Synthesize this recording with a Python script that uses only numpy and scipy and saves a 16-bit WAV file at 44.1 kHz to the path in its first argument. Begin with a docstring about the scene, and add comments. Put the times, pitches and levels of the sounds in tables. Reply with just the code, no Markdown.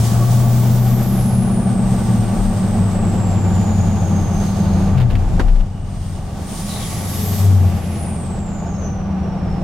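"""Diesel pickup on a suburban road

Inside a V8 diesel pickup driving along a suburban road, with a side window partly down.
The exhaust drones as a harmonic series of the engine cycle; the turbo sings as a gliding band of noise.
Coloured noise gives the intake's hiss and the tyres' roar and boom, and noisy tones give the tread's hum.
Halfway the truck jolts over a bump, heard as low swings, thumps, a knock and rattles, then rolls on more
quietly."""
import sys
import numpy as np
from scipy import signal
from scipy.fft import rfft, irfft, next_fast_len
from scipy.io import wavfile
from scipy.ndimage import uniform_filter1d

SR = 44100
rng = np.random.default_rng(int(sys.argv[2]) if len(sys.argv) > 2 else 0)


def transcribe(signal):
    """Save signal, clipped to [-1, 1], as a 16-bit WAV file at the path in sys.argv[1]."""
    frames = np.atleast_2d(signal).T
    limited = np.clip(frames, -1, 1)
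    pcm = np.round(limited * 32767).astype(np.int16)
    wavfile.write(sys.argv[1], SR, pcm)


N = 424683  # samples


def from_db(db):
    """Logarithmic level: decibels become an amplitude gain."""
    return 10 ** (np.asarray(db) / 20)


def rms_one(x):
    """Normalisation: scale to unit rms."""
    return x / np.sqrt(np.mean(x ** 2) + 1e-20)


def in_time(rows):
    """Linear interpolation: each column of a time table, sample by sample."""
    start_s, *columns = np.transpose(rows)
    t = np.arange(N) / SR
    return [np.interp(t, start_s, column) for column in columns]


def at_hz(points, hz):
    """Spectral interpolation: read a spectrum on a log-frequency axis."""
    point_hz, value = np.transpose(points)
    return np.interp(np.log(np.maximum(hz, 1)), np.log(point_hz), value)


def drift(rate_hz):
    """Low-passed chance: a slow wander of spread 1, changing about rate_hz times a second."""
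    step = 40  # samples between draws
    pole = np.exp(-2 * np.pi * rate_hz * step / SR)
    chance = rng.standard_normal(N // step + 2002)
    slow = signal.lfilter([1], [1, -2 * pole, pole * pole], chance)[2000:]  # the filter has settled
    return np.interp(np.arange(N) / step, np.arange(len(slow)), rms_one(slow))


def low_pass(x, hz):
    """First-order filtering: a gentle one-pole low-pass."""
    return signal.sosfilt(signal.butter(1, min(hz, .45 * SR), fs=SR, output="sos"), x)


def lift(modes, hz):
    """Resonance: decibels that a set of modes adds at a frequency."""
    return sum(db / (1 + (2 * (hz - centre_hz) / width_hz) ** 2) for centre_hz, width_hz, db in modes)


def pan(left_db):
    """Level difference between channels: two gains for a left-minus-right level."""
    return from_db(np.array([[.5], [-.5]]) * left_db)


# stereo image in the cab: pitch_hz [Hz], left-right likeness [1 = identical]
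CAB_LIKENESS = [(30, 1), (130, 1), (280, 0.85), (600, 0.73), (1200, 0.71), (2500, 0.58), (5000, 0.3),
                (12000, 0.38)]


def spread(mid, side, hz):
    """Interchannel coherence: two unrelated sounds become left and right, alike in the bass, diffuse above."""
    alike = np.clip(at_hz(CAB_LIKENESS, hz), -1, 1)
    common = np.sqrt((1 + alike) / 2) * mid
    opposed = np.sqrt((1 - alike) / 2) * side
    return common + opposed * np.array([[1], [-1]])


def noise(spectrum, modes=()):
    """Spectral shaping: stereo noise of one colour, lifted at modes and falling beyond its ends; rms 1."""
    size = next_fast_len(N)
    hz = np.maximum(np.fft.rfftfreq(size, 1 / SR), 1)
    lowest_hz, highest_hz = spectrum[0][0], spectrum[-1][0]
    ends = np.minimum(1, np.minimum(hz / lowest_hz, highest_hz / hz)) ** 3
    colour_db = at_hz(spectrum, hz) + lift(modes, hz)
    white = rfft(rng.standard_normal((2, size)))
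    mid, side = white * from_db(colour_db) * ends
    return rms_one(irfft(spread(mid, side, hz), size)[:, :N])


def resonance(hz, width_hz):
    """Modulated carrier: slow noise on a tone makes a stereo band that may move and widen; rms 1."""
    steps = 8 * np.cumsum(width_hz * np.ones(len(hz))) / SR  # a wider band sways faster
    b, a = signal.butter(2, 1 / 8)
    chance = signal.lfilter(b, a, rng.standard_normal((4, len(hz) // 2 + 50)))[:, 50:]
    sway = np.array([np.interp(steps, np.arange(len(c)), c) for c in chance])
    phase = 2 * np.pi * np.cumsum(hz) / SR
    mid, side = sway[:2] * np.cos(phase) + sway[2:] * np.sin(phase)
    return rms_one(spread(mid, side, np.mean(hz)))


def hum(hz, waver_db, wander_hz):
    """Amplitude and frequency modulation: a tone that wavers a little in level and pitch; rms 1."""
    phase = 2 * np.pi * np.cumsum(hz + wander_hz * drift(5.88)) / SR
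    return rms_one(from_db(waver_db * drift(7.8)) * np.sin(phase))


def glide(start_s, end_s, start_hz, end_hz, edge):
    """Linear chirp: place, pitch and envelope of one slide; edge is the share spent fading in or out."""
    span = slice(round(start_s * SR), round(end_s * SR))
    progress = np.linspace(0, 1, span.stop - span.start)
    fade = np.clip(np.minimum(progress, 1 - progress) / edge, 0, 1)
    return span, start_hz + (end_hz - start_hz) * progress, np.sin(np.pi / 2 * fade)


def blows(rows, rise_s):
    """Exponential decay: envelope of soft blows that swell quickly and die away."""
    out, t = np.zeros(N), np.arange(SR) / SR
    for start_s, db, t60_s in rows:
        at = round(start_s * SR)
        swell = 1 - np.exp(-t / rise_s)
        out[at:at + SR] += 2 * swell * from_db(db - 60 * t / t60_s)
    return out


# firing tone before waver and gain: start_s [s], pitch_hz [firings per second], level_db [dB]
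ENGINE_FIRING = [(0, 114, -15), (.33, 121.4, -12), (.93, 121.7, -13.5), (1.05, 121.8, -18),
                 (1.9, 122.6, -21.5), (2.13, 115, -20), (2.45, 102.5, -23.5), (3.1, 99, -19.5),
                 (4.2, 92.3, -17.5), (4.5, 88.9, -26.5), (4.75, 90.66, -17), (5.6, 92, -28.5),
                 (6.1, 91, -26), (6.6, 84, -39), (7.36, 96, -19), (7.47, 97.6, -8.5), (7.64, 91.7, -10),
                 (7.8, 87, -24.5), (8.5, 81, -32.5), (9.63, 75, -27.5)]
# exhaust orders beside the firing tone: multiple [of the four-stroke cycle rate], level_db [dB, relative]
EXHAUST_ORDERS = [(5, -25.5), (6, -19.5), (7, -25), (9, -19), (10, -17), (12, -17.5), (13, -18),
                  (14, -21.5), (15, -21), (16, -26.5), (24, -30)]


def exhaust(waver_db=2.5, lope_db=1.5, orders_follow=0.46, loud_db=-15, gain_db=-0.5, left_db=3.0):
    """Harmonic series: eight firings a cycle drone, steadiest under load; unequal cylinders add orders."""
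    steady_db, loose_db = -16, -20  # steady above the first level, wavering fully below the second
    firing_hz, level_db = in_time(ENGINE_FIRING)
    uneven_hz = firing_hz * (1 + .003 * drift(12))
    cycle = 2 * np.pi * np.cumsum(uneven_hz) / SR / 8  # phase of the four-stroke cycle
    loose = np.clip((steady_db - level_db) / (steady_db - loose_db), 0, 1)
    out = from_db(level_db + gain_db + waver_db * loose * drift(13)) * np.sin(8 * cycle)
    # below loud_db the orders fall less than the drone
    load_db = loud_db + orders_follow * np.minimum(level_db - loud_db, 0)
    for multiple, db in EXHAUST_ORDERS:
        order = np.sin(multiple * cycle + rng.uniform(0, 2 * np.pi))
        out += from_db(load_db + db + lope_db * drift(2.8)) * order
    return np.sqrt(2) * out * pan(left_db)


# compressor whistle before gain, flutter and duct: start_s [s], pitch_hz [Hz], level_db [dB]
TURBO_WHISTLE = [(0, 17100, -39), (.76, 14560, -39.5), (1.23, 10850, -38), (1.8, 8300, -41.5),
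                 (2.3, 8540, -43.5), (2.85, 8130, -43), (3.7, 6900, -42.5), (4.35, 6310, -43.5),
                 (4.95, 6580, -52), (5.1, 6800, -67), (5.35, 7400, -57), (5.6, 7800, -70),
                 (5.85, 8550, -59), (6.1, 8600, -50), (6.37, 8700, -61), (6.5, 8880, -41),
                 (7.0, 10850, -39.5), (7.27, 12100, -32.5), (7.43, 12850, -38), (7.5, 12670, -51),
                 (7.82, 11140, -50), (8.05, 9450, -39), (8.4, 7640, -46), (8.85, 6206, -47.5),
                 (9.1, 5810, -58), (9.63, 5290, -54.5)]
# duct resonance that lifts the whistle sweeping through it: pitch_hz [Hz], width_hz [Hz], lift_db [dB]
TURBO_DUCT = [(6190, 150, 8)]


def turbo(core_share=.7, skirt_share=2.2, skirt_db=-8, flutter_db=0.7, octave_db=-28, gain_db=1.75,
          clean_db=-3, clean_width_hz=320):
    """Blade-passing tone: turbulence smears it into a breathy band; smooth flow lets a thin note through."""
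    hz, level_db = in_time(TURBO_WHISTLE)
    sweep_hz_per_s = uniform_filter1d(np.abs(np.gradient(hz)) * SR, size=SR // 5)
    # 640 Hz wide at 8400 Hz, wider as a power of pitch, plus the pitch swept in 0.075 s
    width_hz = 640 * (hz / 8400) ** 2.2 + .075 * sweep_hz_per_s
    core = resonance(hz, core_share * width_hz)
    skirt = resonance(hz, skirt_share * width_hz)
    band = rms_one(core + from_db(skirt_db) * skirt)
    clean = from_db(clean_db) * np.minimum(clean_width_hz / width_hz, 1) ** 2  # thin note fades in wide bands
    tone = (band + clean * resonance(hz, 70)) / np.sqrt(1 + clean ** 2)
    octave = from_db(octave_db) * resonance(np.minimum(2 * hz, .45 * SR), 2 * width_hz)  # second blade harmonic
    whistle_db = level_db + lift(TURBO_DUCT, hz) + gain_db + flutter_db * drift(27)
    return from_db(whistle_db) * (tone + octave)


# rush of air before gain and flutter: start_s [s], level_db [dB]
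INTAKE_LEVEL = [(0, -37), (.8, -42), (1.8, -48), (1.92, -43.5), (3.1, -47), (4.25, -46.5), (4.42, -43.5),
                (4.92, -48), (5.06, -52.5), (5.4, -48), (5.68, -56), (6.1, -48), (6.25, -50), (6.72, -37.5),
                (7.05, -39.5), (7.41, -36.5), (7.52, -44), (8.05, -48.5), (9.0, -61.5), (9.63, -56)]
# colour of the rush: pitch_hz [Hz], density_db [dB per Hz, relative]
INTAKE_SPECTRUM = [(550, -15), (1200, -8), (1800, -1), (2600, -3.5), (3100, -0.5), (4200, -1.5), (5600, 1),
                   (7000, 1), (9000, -0.5), (12000, -5.5), (16000, -13)]
# intake pipe resonances: pitch_hz [Hz], width_hz [Hz], lift_db [dB]
PIPE_MODES = [(695, 74, 16), (1112, 110, 19), (1280, 70, 8), (1970, 250, 1.5), (3200, 270, 1),
              (3640, 130, 3), (4800, 410, 1.5), (5580, 350, 0.5)]


def intake(gain_db=6.0, flutter_db=0.4, surge_db=1.0, dull_hz=6000, soft_db=-54, hard_db=-41,
           thin_from_hz=12500, thin_full_hz=16000, thin_share=0.41, body_hz=3500):
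    """Turbulent pipe flow: air rushes in, brighter when drawn harder and thinner at top turbo speed."""
    level_db, = in_time(INTAKE_LEVEL)
    turbo_hz, _ = in_time(TURBO_WHISTLE)
    rush = noise(INTAKE_SPECTRUM, PIPE_MODES)
    load = np.clip((level_db - soft_db) / (hard_db - soft_db), 0, 1)
    thin = thin_share * np.clip((turbo_hz - thin_from_hz) / (thin_full_hz - thin_from_hz), 0, 1)
    air = load * rush + (1 - load) * low_pass(rush, dull_hz)
    air = air - thin * low_pass(rush, body_hz)
    return from_db(level_db + gain_db + flutter_db * drift(43) + surge_db * drift(7.5)) * air


# bands of air noise, some narrow and whining, some broad and breathy: start_s [s], end_s [s],
# start_hz [Hz], end_hz [Hz], width_hz [Hz], level_db [dB, before the swell]
AIR_BANDS = [(0, 0.652, 1130, 1142, 28.4, -39.5), (0, 0.621, 690, 712, 22.4, -38),
             (4.327, 4.946, 4260, 4210, 1100, -48), (5.549, 6.403, 2914, 2870, 170, -59),
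             (6.659, 6.877, 4180, 3450, 600, -39), (6.809, 6.888, 3420, 3170, 170, -41),
             (6.702, 7.149, 2142, 2063, 500, -45), (7.123, 7.597, 424.4, 413, 15.1, -37.5),
             (7.546, 8.25, 2510, 2287, 1100, -46.5), (8.655, 8.69, 5290, 5400, 200, -55),
             (8.729, 8.78, 5400, 5550, 240, -53)]


def air_bands():
    """Band-limited noise: bands of air, some narrow and whining, some broad and breathy, swell, slide and fade."""
    out = np.zeros((2, N))
    for start_s, end_s, start_hz, end_hz, width_hz, db in AIR_BANDS:
        span, hz, swell = glide(start_s, end_s, start_hz, end_hz, edge=.3)
        out[:, span] += from_db(db) * swell * resonance(hz, width_hz)
    return out


# road sounds before gains: start_s [s], roar_db [dB], hum_db [dB], rumble_db [dB]
ROAD_LEVELS = [(0, -28.5, -33.5, -28.5), (1.2, -29.5, -27.5, -25.5), (3.3, -27.5, -26.5, -25.5),
               (4.3, -29, -27, -27), (4.9, -27.5, -29, -21), (5.1, -32.5, -45, -24),
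               (5.38, -31, -43.5, -16.5), (5.7, -40.5, -43, -30), (6.15, -38.5, -45, -27.5),
               (6.45, -34.5, -40.5, -30.5), (7.5, -32, -30, -35), (8.3, -32.5, -34.5, -33),
               (9.2, -32, -34.5, -33), (9.63, -31.5, -32, -29)]
# colours of tyre roar, tyre boom and body rumble: pitch_hz [Hz], density_db [dB per Hz, relative]
ROAR_SPECTRUM = [(230, -1), (290, -3), (466, -4), (620, -4), (800, -6.5), (990, -11), (1170, -14),
                 (1400, -16.5), (2200, -23.5), (3000, -27.5), (4500, -33.5), (9000, -48), (16000, -66)]
BOOM_SPECTRUM = [(50, -27), (85, -2), (115, 4), (140, -8.5), (170, 0), (215, -1.5), (250, -12), (320, -24)]
RUMBLE_SPECTRUM = [(12, -21), (20, -4.5), (34, 1.5), (55, -12), (80, -4.5), (120, -24), (200, -51)]
# cab panels rung by the tyres: pitch_hz [Hz], width_hz [Hz], lift_db [dB]
PANEL_MODES = [(336.5, 30, 4.5), (418, 24, 2), (581, 18, 2.5), (693, 33, 6), (761, 18, 5), (801, 44, 6),
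               (888, 26, 6), (1155, 37, 8.5), (1230, 37, 3.5), (1490, 62, 4.5), (2370, 120, 3),
               (2800, 230, 3.5)]


def road(roar_gain_db=0.25, texture_db=1.0, roar_left_db=-1.0, boom_db=5.0, boom_swell_db=1.0,
         boom_left_db=-2.1, rumble_left_db=-0.5):
    """Forced vibration: road texture roars through cab panels, tyres boom in step, the body rumbles below."""
    roar_db, _, rumble_db = in_time(ROAD_LEVELS)
    roar_gain = from_db(roar_gain_db + texture_db * drift(25))
    roar = noise(ROAR_SPECTRUM, PANEL_MODES) * roar_gain * pan(roar_left_db)
    boom_gain = from_db(boom_db + boom_swell_db * drift(2.6))
    boom = noise(BOOM_SPECTRUM) * boom_gain * pan(boom_left_db)
    rumble = noise(RUMBLE_SPECTRUM) * pan(rumble_left_db)
    return from_db(roar_db) * (roar + boom) + from_db(rumble_db) * rumble


# road speed, as the pitch of the tread: start_s [s], pitch_hz [Hz]
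TREAD_PITCH = [(0, 209), (.9, 222), (1.7, 224), (2.8, 221), (3.5, 210), (4.3, 200), (4.9, 193), (6.4, 197),
               (7.5, 210), (8.2, 205.9), (9.0, 193.1), (9.63, 185.9)]
# tones of the tread: share [of its pitch], width_hz [Hz, of the noisy skirt], level_db [dB, relative]
TREAD_PARTIALS = [(1, 24, 2), (.858, 10, -2.5), (.815, 12, -7.5), (1.6, 14, -16)]
# air modes of the tyres and the cab: pitch_hz [Hz], width_hz [Hz], lift_db [dB]
TYRE_AND_CAB_MODES = [(192.1, 10.2, 10.5), (160.8, 14, 11)]


def tyre_hum(clean_db=-2, skirt_db=-4, left_db=1.2):
    """Cavity resonance: tread tones in noisy skirts follow road speed and swell passing the air modes."""
    tread_hz, = in_time(TREAD_PITCH)
    _, hum_db, _ = in_time(ROAD_LEVELS)
    out = np.zeros((2, N))
    for share, width_hz, db in TREAD_PARTIALS:
        hz = share * tread_hz
        tone_gain = from_db(clean_db + lift(TYRE_AND_CAB_MODES, hz))
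        tone = tone_gain * hum(hz, waver_db=1.5, wander_hz=1.091)
        skirt = from_db(skirt_db) * resonance(hz, width_hz)
        out += from_db(db) * (tone + skirt)
    return from_db(hum_db) * out * pan(left_db)


# body shudders: start_s [s], end_s [s], start_hz [Hz], end_hz [Hz], level_db [dB, peak before panning]
BODY_SHUDDERS = [(2.382, 2.509, 39.8, 35.7, -14.5), (4.943, 5.099, 137.7, 114, -10.5),
                 (5.091, 5.203, 58.4, 49.5, -16), (5.118, 5.405, 31.2, 28.7, -17.5),
                 (5.398, 5.647, 35.2, 29, -8.5)]
# dull thumps of the tyres, suspension knocks and trim rattles, levels before the blow's envelope and
# panning or chatter: start_s [s], level_db [dB], t60_s [s]
TYRE_THUMPS = [(5.12, -16.5, 0.24), (5.31, -21.5, 0.47)]
SUSPENSION_KNOCKS = [(5.392, -10, 0.077)]
TRIM_RATTLES = [(4.971, -33, 0.14), (5.0, -29.5, 0.11), (5.098, -36, 0.17), (5.152, -27.5, 0.053),
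                (5.48, -37.5, 0.12), (5.554, -36, 0.049), (5.6, -33.5, 0.056)]
# colours of knock and rattle: pitch_hz [Hz], density_db [dB per Hz, relative]
KNOCK_SPECTRUM = [(120, 16.5), (290, 15.5), (450, 4.5), (700, -2), (1050, -1), (1400, 1.5), (1800, -4.5),
                  (2300, -12), (3500, -15.5), (7000, -25), (15000, -38)]
RATTLE_SPECTRUM = [(200, 12.5), (700, 1), (1600, -0.5), (2700, -0.5), (3500, -3.5), (7000, -20),
                   (15000, -23)]


def bump(edge=0.13, left_db=6.5, thump_left_db=5.0):
    """Impulse response: uneven road thumps tyres, swings the cab, knocks the suspension, rattles trim."""
    swing = np.zeros(N)
    for start_s, end_s, start_hz, end_hz, db in BODY_SHUDDERS:
        span, hz, swell = glide(start_s, end_s, start_hz, end_hz, edge)
        swing[span] += from_db(db) * swell * np.sin(2 * np.pi * np.cumsum(hz) / SR)
    chatter = from_db(2.5 * drift(150))  # fast unsteadiness of knock and rattle
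    knock = blows(SUSPENSION_KNOCKS, rise_s=0.0067) * noise(KNOCK_SPECTRUM)
    rattle = blows(TRIM_RATTLES, rise_s=0.0041) * noise(RATTLE_SPECTRUM)
    thump = blows(TYRE_THUMPS, rise_s=0.014) * noise(BOOM_SPECTRUM) * pan(thump_left_db)
    return swing * pan(left_db) + thump + chatter * (knock + rattle)


def scene():
    """Superposition: everything as heard from the front seats."""
    return exhaust() + turbo() + intake() + air_bands() + road() + tyre_hum() + bump()


def record(dry):
    """Saturation and band limiting: the highest peaks are rounded and the top is cut."""
    rounded = dry / (1 + (np.abs(dry) / .85) ** 6) ** (1 / 6)
    steep_cut = signal.ellip(12, .1, 90, 15900, fs=SR, output="sos")  # low-pass at 15900 Hz
    return signal.sosfilt(steep_cut, rounded)


dry = scene()
out = record(dry)
transcribe(out)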